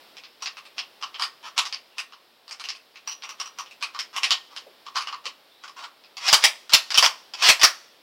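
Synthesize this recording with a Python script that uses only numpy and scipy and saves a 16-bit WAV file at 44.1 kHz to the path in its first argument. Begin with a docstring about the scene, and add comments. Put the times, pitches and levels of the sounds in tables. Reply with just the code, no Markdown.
"""Over a faint outdoor hiss, small steel parts scrape, click and ping at a rifle's open action.
A man handles it for six seconds under the wooden roof of a range shelter; far birds whistle and
the floor bumps as he shifts his weight. Then he works the bolt in seven strokes, each a take-up,
a slide, a catch and a slam. The stock knocks, barrel and receiver ring, bench and roof throw
each blow back, and the slams overload the microphone two metres away."""
import sys
import numpy as np
from scipy import signal
from scipy.fft import rfft, irfft
from scipy.io import wavfile
from scipy.ndimage import uniform_filter1d

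SR = 44100
rng = np.random.default_rng(int(sys.argv[2]) if len(sys.argv) > 2 else 0)


def dump(signal):
    """Clip the signal to [-1, 1] and save it as 16-bit WAV at the path in sys.argv[1]."""
    limited = np.clip(np.atleast_2d(signal).T, -1, 1)
    pcm = np.round(limited * 32767).astype(np.int16)
    wavfile.write(sys.argv[1], SR, pcm)


N = 353682


def amp(db):
    """Decibels to gain."""
    return 10 ** (np.asarray(db) / 20)


def unit(x):
    """Scales to energy 1."""
    return x / np.sqrt(np.sum(x ** 2) + 1e-20)


def curve_at(points, hz):
    """Interpolates on a log-frequency axis."""
    point_hz, value = np.transpose(points)
    return np.interp(np.log(hz + 1), np.log(point_hz + 1), value)


def hump(hz, centre_hz, octaves):
    """Bell of height 1 on the pitch axis."""
    return np.exp(-(np.log2(hz / centre_hz) / octaves) ** 2 / 2)


def clock(length_s):
    """Sample times in seconds."""
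    return np.arange(int(length_s * SR)) / SR


def add(mix, start_s, sound):
    """Mixes a sound in at start_s."""
    part = mix[max(round(start_s * SR), 0):][:len(sound)]
    part += sound[:len(part)]


# Hiss spectrum. Each row: frequency in Hz, relative density in dB.
AIR_SPECTRUM = [(20, -17), (50, -24), (110, -15), (280, -3), (560, 1), (1000, -1.5), (1800, -5),
                (2500, -4.5), (3500, -2), (5300, -6), (6200, -19), (12000, -18.5), (16000, -16)]
# Hiss envelope. Each row: time in seconds, level in dB.
AIR_LEVELS = [(0, -51.5), (.3, -56.5), (1.1, -54.5), (2.4, -59), (3.6, -56), (4.7, -55.5), (5.7, -57.5),
              (7.3, -55), (8, -56.5)]


def air():
    """Trees, open air and microphone hiss quietly; the level drifts."""
    gain = amp(curve_at(AIR_SPECTRUM, np.fft.rfftfreq(N, 1 / SR)))
    hiss = irfft(rfft(rng.standard_normal(N)) * gain, N)
    level_db = np.interp(np.arange(N) / SR, *np.transpose(AIR_LEVELS))
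    return unit(hiss) * np.sqrt(N) * amp(level_db)


def body(spectrum, knock_db, edge_db, part_hz, part_db, knock_hz=1110, edge_hz=7400, size=2048):
    """Response to one tap: the stock knocks, the struck part sings, a hard contact adds treble."""
    hz = abs(np.fft.fftfreq(size, 1 / SR)) + 1
    db = curve_at(spectrum, hz) + knock_db * hump(hz, knock_hz, octaves=0.38)
    db += part_db * hump(hz, part_hz, octaves=0.09)
    db += edge_db / (1 + (edge_hz / hz) ** 8)
    minimum_phase = np.exp(np.conj(signal.hilbert(np.log(amp(db)))))
    return unit(np.fft.ifft(minimum_phase).real[:size // 2])


# Shelter decay. Each row: frequency in Hz, t60 in seconds.
SHELTER_T60 = [(300, 0.19), (900, 0.23), (2500, 0.18), (5500, 0.14), (12000, 0.18)]


def shelter(direct_db, early_s=.0225, tail_db=-4.0, yard_db=-25, yard_t60_s=0.54):
    """Sound paths: direct, a dense cluster off bench and roof, the tail, the yard beyond."""
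    t = clock(.6)
    taps, diffuse, chance = rng.standard_normal((3, len(t)))
    cluster = unit(taps * (chance > 1) * (t > .001) * (t < early_s))
    hz, frame_s, frames = signal.stft(diffuse, SR, nperseg=128)
    age_s = np.maximum(frame_s - early_s, 0)
    shelter_decay = amp(tail_db - 60 * age_s / curve_at(SHELTER_T60, hz)[:, None])
    yard_decay = amp(yard_db - 60 * age_s / yard_t60_s)
    tail = signal.istft(frames * np.hypot(shelter_decay, yard_decay), SR, nperseg=128)[1][:len(t)]
    paths = cluster + tail * (t >= early_s) / np.sqrt(early_s * SR)
    paths[0] += amp(direct_db)
    return paths


# Barrel and receiver modes. Each row: frequency in Hz, relative level in dB, t60 in seconds.
BARREL_MODES = [(1077, 7, 0.21), (1842, 3, 0.29), (2280, -10.5, 0.14), (2440, -7, 0.12), (3040, 4.5, .16),
                (3090, 11.5, 0.17), (3730, -4, 0.13), (3960, 3.5, .16), (4420, -2, 0.14), (4600, 4, .16),
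                (5100, -7, 0.15), (5280, 14, 0.14), (5230, -8, .14)]


def ring(modes=BARREL_MODES):
    """Damped steel modes; every blow lands elsewhere and weights them anew."""
    t = clock(.4)
    draws = rng.random((len(modes), 2))
    weights = (.5 + draws[:, 0]) * np.sign(draws[:, 1] - .5)
    return unit(sum(weight * amp(db - 60 * t / t60_s) * np.cos(2 * np.pi * hz * t)
                    for (hz, db, t60_s), weight in zip(modes, weights)))


# Spectrum of the bolt and all sliding steel. Each row: frequency in Hz, relative density in dB.
STEEL_SPECTRUM = [(100, -46.5), (330, -24), (520, -16.5), (640, -8.5), (1100, -1.5), (1600, -6), (2400, 0),
                  (3200, 1), (4100, -3), (4600, 0), (5500, 0.5), (6200, -7.5), (9500, -19.5), (15500, -29)]


def slide(length_s, knock_db, edge_db, swell_db, slips_per_s=900, spread_db=4):
    """Sliding steel catches in tiny slips that grow as the hand speeds up."""
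    t = clock(np.clip(length_s, .004, .24))
    chance, size, polarity = rng.random((3, SR // 4))[:, :len(t)]
    slip_db = spread_db * np.minimum(-np.log(size + 1e-9), 3)
    slips = (chance < slips_per_s / SR) * amp(slip_db) * np.sign(polarity - .5)
    friction = (slips + 0.25 * (polarity - .5)) * amp(swell_db * t / t[-1])
    response = body(STEEL_SPECTRUM, knock_db, edge_db, part_hz=4860, part_db=-2)
    rubbed = signal.fftconvolve(friction, response)
    sound = unit(signal.fftconvolve(rubbed, shelter(direct_db=-6.0)))
    add(sound, 0, amp(-18.0) * unit(signal.fftconvolve(friction, ring())))
    return np.sqrt(len(t)) * sound


def blow(response, paths, ring_db, chatter_s, chatter_gain=0.13):
    """One impact: the parts chatter for an instant, the rifle rings, the shelter answers."""
    t = clock(.015)
    force = rng.standard_normal(len(t)) * np.exp(-t / chatter_s) * chatter_gain
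    force[0] = 1
    sound = unit(signal.fftconvolve(np.convolve(force, response), paths))
    add(sound, 0, amp(ring_db) * ring())
    return sound * np.sqrt(SR / 50)  # energy of about 20 ms at rms 1


# Spectrum of a light contact. Each row: frequency in Hz, relative density in dB.
TICK_SPECTRUM = [(100, -59), (350, -31), (600, -22), (760, -7.5), (960, -1), (1130, 7.5), (1380, -1),
                 (1750, -6), (2500, -0.5), (3750, -2.5), (5200, -1), (6200, -11), (10000, -26.5),
                 (15500, -41.5)]


def tick(knock_db, edge_db, part_hz):
    """One small part strikes the receiver."""
    response = body(TICK_SPECTRUM, knock_db, edge_db, part_hz, part_db=7.5)
    return blow(response, shelter(direct_db=-6.5, early_s=.021), ring_db=-13.5, chatter_s=0.00062)


SCRAPE_S = 0.017


def contact(knock_db, edge_db, part_hz, rebound_s=.010, rebound_db=-11.5):
    """A part scrapes, ticks and rebounds once; more pressure on the stock scrapes louder."""
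    scrape_db = -13.5 + 0.18 * knock_db
    sound = amp(scrape_db) * slide(SCRAPE_S, knock_db=7.5, edge_db=-6.5, swell_db=12)
    add(sound, SCRAPE_S, tick(knock_db, edge_db, part_hz))
    landing_s = SCRAPE_S + rebound_s * (.5 + rng.random())
    add(sound, landing_s, amp(rebound_db) * tick(knock_db, edge_db, part_hz))
    return sound * amp(-3.0)


# Light contacts. Each row: impact in seconds, relative level in dB, stock knock in dB,
# treble edge in dB, part pitch in Hz.
CLICK_EVENTS = [(0.169, -38.5, -10, -2, 2570), (0.237, -40, -14, -27, 2680), (0.459, -25, -11, -12, 2640),
                (0.57, -36, 2.5, 0, 2680), (0.654, -43, -6, 6, 2650), (0.782, -24, -13, -7.5, 2750),
                (1.026, -26, 3, -9, 3000), (1.144, -33, -2, -20, 3100), (1.197, -25.5, 9, 6, 4930),
                (1.222, -19.5, -3.5, 8.5, 4920), (1.579, -14, -4, 6, 2710), (1.654, -28, -8, 5, 5300),
                (1.7263, -25.5, -13, -4.5, 4900), (1.983, -25, -2, 8, 2740), (2.124, -42, 6, -16, 2830),
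                (2.48, -40, -4, 8, 4500), (2.511, -31.5, -12, 1, 4670), (2.598, -33.5, -2.5, 6, 2300),
                (2.64, -31, -11, 4, 2740), (2.688, -25.5, -11, -5, 2800), (2.75, -41.5, -8, 8, 2650),
                (2.958, -40.5, -9, -11, 2600), (3.223, -36.5, -11, -9, 2800), (3.661, -44.5, -11, -7, 2950),
                (3.711, -42, -21, 7, 2600), (3.826, -22, -2.5, 3.5, 2430), (3.948, -31, 10, -8, 2930),
                (3.991, -23.5, -4, 5, 5400), (4.164, -22, 1.5, 8.5, 2950), (4.2335, -15.5, -14, 2, 2600),
                (4.3074, -12.5, -13, -1, 3100), (4.564, -30.5, -8, 1, 2950), (4.866, -34, 9, -6, 3080),
                (4.9577, -22, 12, -3, 2900), (4.967, -21, 8, 3, 4550), (5.009, -30, -4, 6, 2750),
                (5.0726, -27.5, 1.5, -5, 2940), (5.127, -28.5, 9, -6, 2800), (5.256, -26.5, 2, -2.5, 2980),
                (5.638, -36, 2, -3, 1500), (5.679, -39, 4.5, 5, 5050), (5.839, -34, 2, 2, 1400),
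                (6.039, -47.5, 0, -11, 2600)]


def clicks():
    """Small parts touch down at the open action."""
    out = np.zeros(N)
    for impact_s, db, knock_db, edge_db, part_hz in CLICK_EVENTS:
        add(out, impact_s - SCRAPE_S, amp(db) * contact(knock_db, edge_db, part_hz))
    return out


# Whistles. Each row: start and length in seconds, first and last pitch in Hz, level in dB.
BIRD_NOTES = [(.24, 0.13, 5300, 4900, -67), (1.89, 0.086, 2850, 2700, -63), (5.472, .18, 3450, 4100, -63.5)]


def birds(waver_hz=170):
    """Birds whistle thin glides, blurred by distance."""
    out = np.zeros(N)
    for start_s, length_s, first_hz, last_hz, db in BIRD_NOTES:
        n = int(length_s * SR)
        waver = np.sqrt(n) * unit(uniform_filter1d(rng.standard_normal(n), size=60))
        hz = np.linspace(first_hz, last_hz, n) + waver_hz * waver
        note = np.sin(2 * np.pi * np.cumsum(hz) / SR) * signal.windows.tukey(n, .5)
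        blurred = unit(signal.fftconvolve(note, shelter(direct_db=-1)))
        add(out, start_s, amp(db) * np.sqrt(n) * blurred)
    return out


# Thin steel modes. Each row: frequency in Hz, relative level in dB, t60 in seconds.
PING_MODES = [(5810, -18.5, 0.041), (5640, -15.5, 0.015), (12900, -40, 0.0077), (15500, -40, .008)]
# Flicks. Each row: impact in seconds, relative level in dB, stock knock in dB, ping re contact in dB.
PING_EVENTS = [(0.423, -30.5, -3, -3), (3.075, -31, -3, 3), (3.1118, -34.5, -9, 0), (3.236, -33, -1, -7.5),
               (3.292, -34, 0, -4.5), (3.4, -27, -1.5, -4), (3.458, -37, 3, -3), (3.587, -28.5, 8, -5.5)]


def pings():
    """A flick sets a thin, springy piece of steel ringing."""
    out = np.zeros(N)
    for impact_s, db, knock_db, ping_db in PING_EVENTS:
        sound = contact(knock_db, edge_db=1.5, part_hz=2780)
        ping = unit(signal.fftconvolve(ring(PING_MODES), shelter(direct_db=-4.0)))
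        add(sound, SCRAPE_S, amp(ping_db) * np.linalg.norm(sound) * ping)
        add(out, impact_s - SCRAPE_S, amp(db) * sound)
    return out


# Parts rubbed under pressure. Each row: start and end in seconds, level in dB.
RUB_EVENTS = [(1.428, 1.475, -38), (4.13, 4.156, -38.5), (4.504, 4.529, -48), (5.763, 5.794, -38.5),
              (5.812, 5.838, -39.5)]


def rubs():
    """Pressed hard, sliding steel makes the stock drone."""
    out = np.zeros(N)
    for start_s, end_s, db in RUB_EVENTS:
        add(out, start_s, amp(db) * slide(end_s - start_s, knock_db=13, edge_db=-4.5, swell_db=8))
    return out


# Floor bumps. Each row: start in seconds, level in dB, pitch in Hz.
BUMP_EVENTS = [(4.665, -47, 430), (5.26, -48, 405)]


def bumps(t60_s=0.17):
    """The floor gives a dull, hollow bump as the man shifts his weight."""
    out, t = np.zeros(N), clock(.3)
    for start_s, db, hz in BUMP_EVENTS:
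        push = rng.standard_normal(len(t)) * amp(-60 * t / t60_s)
        thud = signal.lfilter(*signal.butter(2, [hz * 0.85, hz * 1.55], "band", fs=SR), push)
        add(out, start_s, amp(db) * unit(thud) * np.sqrt(SR / 50))
    return out


def clack(knock_db, edge_db, part_hz, chatter_s):
    """The heavy bolt strikes the receiver."""
    response = body(STEEL_SPECTRUM, knock_db, edge_db, part_hz, part_db=5.5)
    paths = shelter(direct_db=-5.5, early_s=.019, tail_db=-5.5)
    return blow(response, paths, ring_db=-18, chatter_s=chatter_s) * amp(-2.3)


# Bolt strokes. Each row: grip, catch and slam times in seconds; relative take-up, catch, drag and
# slam levels in dB; stock knock in dB; part pitch in Hz.
BOLT_STROKES = [(6.169, 6.282, 6.3288, -32, -14, -26, -6, -2, 4650),
                (6.41, 6.425, 6.4397, -34, -26, -24, -8, 1, 1800),
                (6.695, 6.722, 6.735, -31, -26, -20, -5.2, 0, 4000),
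                (6.905, 6.944, 6.9762, -22.5, -17.5, -27, -8, -2.5, 3020),
                (7.005, 7.026, 7.049, -33, -10, -18, -13, 4, 5350),
                (7.337, 7.4241, 7.4885, -30, -19, -14, -5.8, -1, 2500),
                (7.596, 7.615, 7.633, -26.5, -15, -22.5, -4.5, -1, 1860)]


def bolt(run_up_db_per_s=83, kick_s=.006, kick_db=-6.5):
    """The hand takes up slack; the bolt slides, catches, drags, slams, kicks back and lands again."""
    out = np.zeros(N)
    for grip_s, catch_s, slam_s, take_up_db, catch_db, drag_db, slam_db, knock_db, hz in BOLT_STROKES:
        run_up_s = catch_s - grip_s
        run_up_db = -37 + run_up_db_per_s * run_up_s  # longer run-up: faster, louder
        add(out, grip_s, amp(take_up_db) * clack(knock_db=2, edge_db=-2.5, part_hz=4860, chatter_s=.004))
        add(out, grip_s, amp(run_up_db) * slide(run_up_s, knock_db=3, edge_db=-5, swell_db=30))
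        add(out, catch_s, amp(catch_db) * clack(knock_db + 3, edge_db=-3, part_hz=5050, chatter_s=.003))
        add(out, catch_s, amp(drag_db) * slide(slam_s - catch_s, knock_db + 1, edge_db=-3, swell_db=3.5))
        add(out, slam_s, amp(slam_db) * clack(knock_db, edge_db=3, part_hz=hz, chatter_s=.0012))
        kick = clack(knock_db, edge_db=3, part_hz=4700, chatter_s=.002)
        add(out, slam_s + kick_s, amp(slam_db + kick_db) * kick)
    return out


def scene():
    """Air, rifle, floor and birds in mono."""
    return (air() + clicks() + pings() + rubs() + bolt() + bumps() + birds())[None]


def record(dry, ceiling=.76, low_cut_hz=30, high_cut_hz=15950):
    """The microphone rounds off the loudest peaks, thins the deep bass and cuts the top treble."""
    squashed = dry / (1 + (dry / ceiling) ** 6) ** (1 / 6)
    thinned = signal.lfilter(*signal.butter(1, low_cut_hz, "high", fs=SR), squashed)
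    lowpass = signal.firwin(511, high_cut_hz, window=("kaiser", 9), fs=SR)
    return signal.oaconvolve(thinned, lowpass[None], "same")


dry = scene()
out = record(dry)
dump(out)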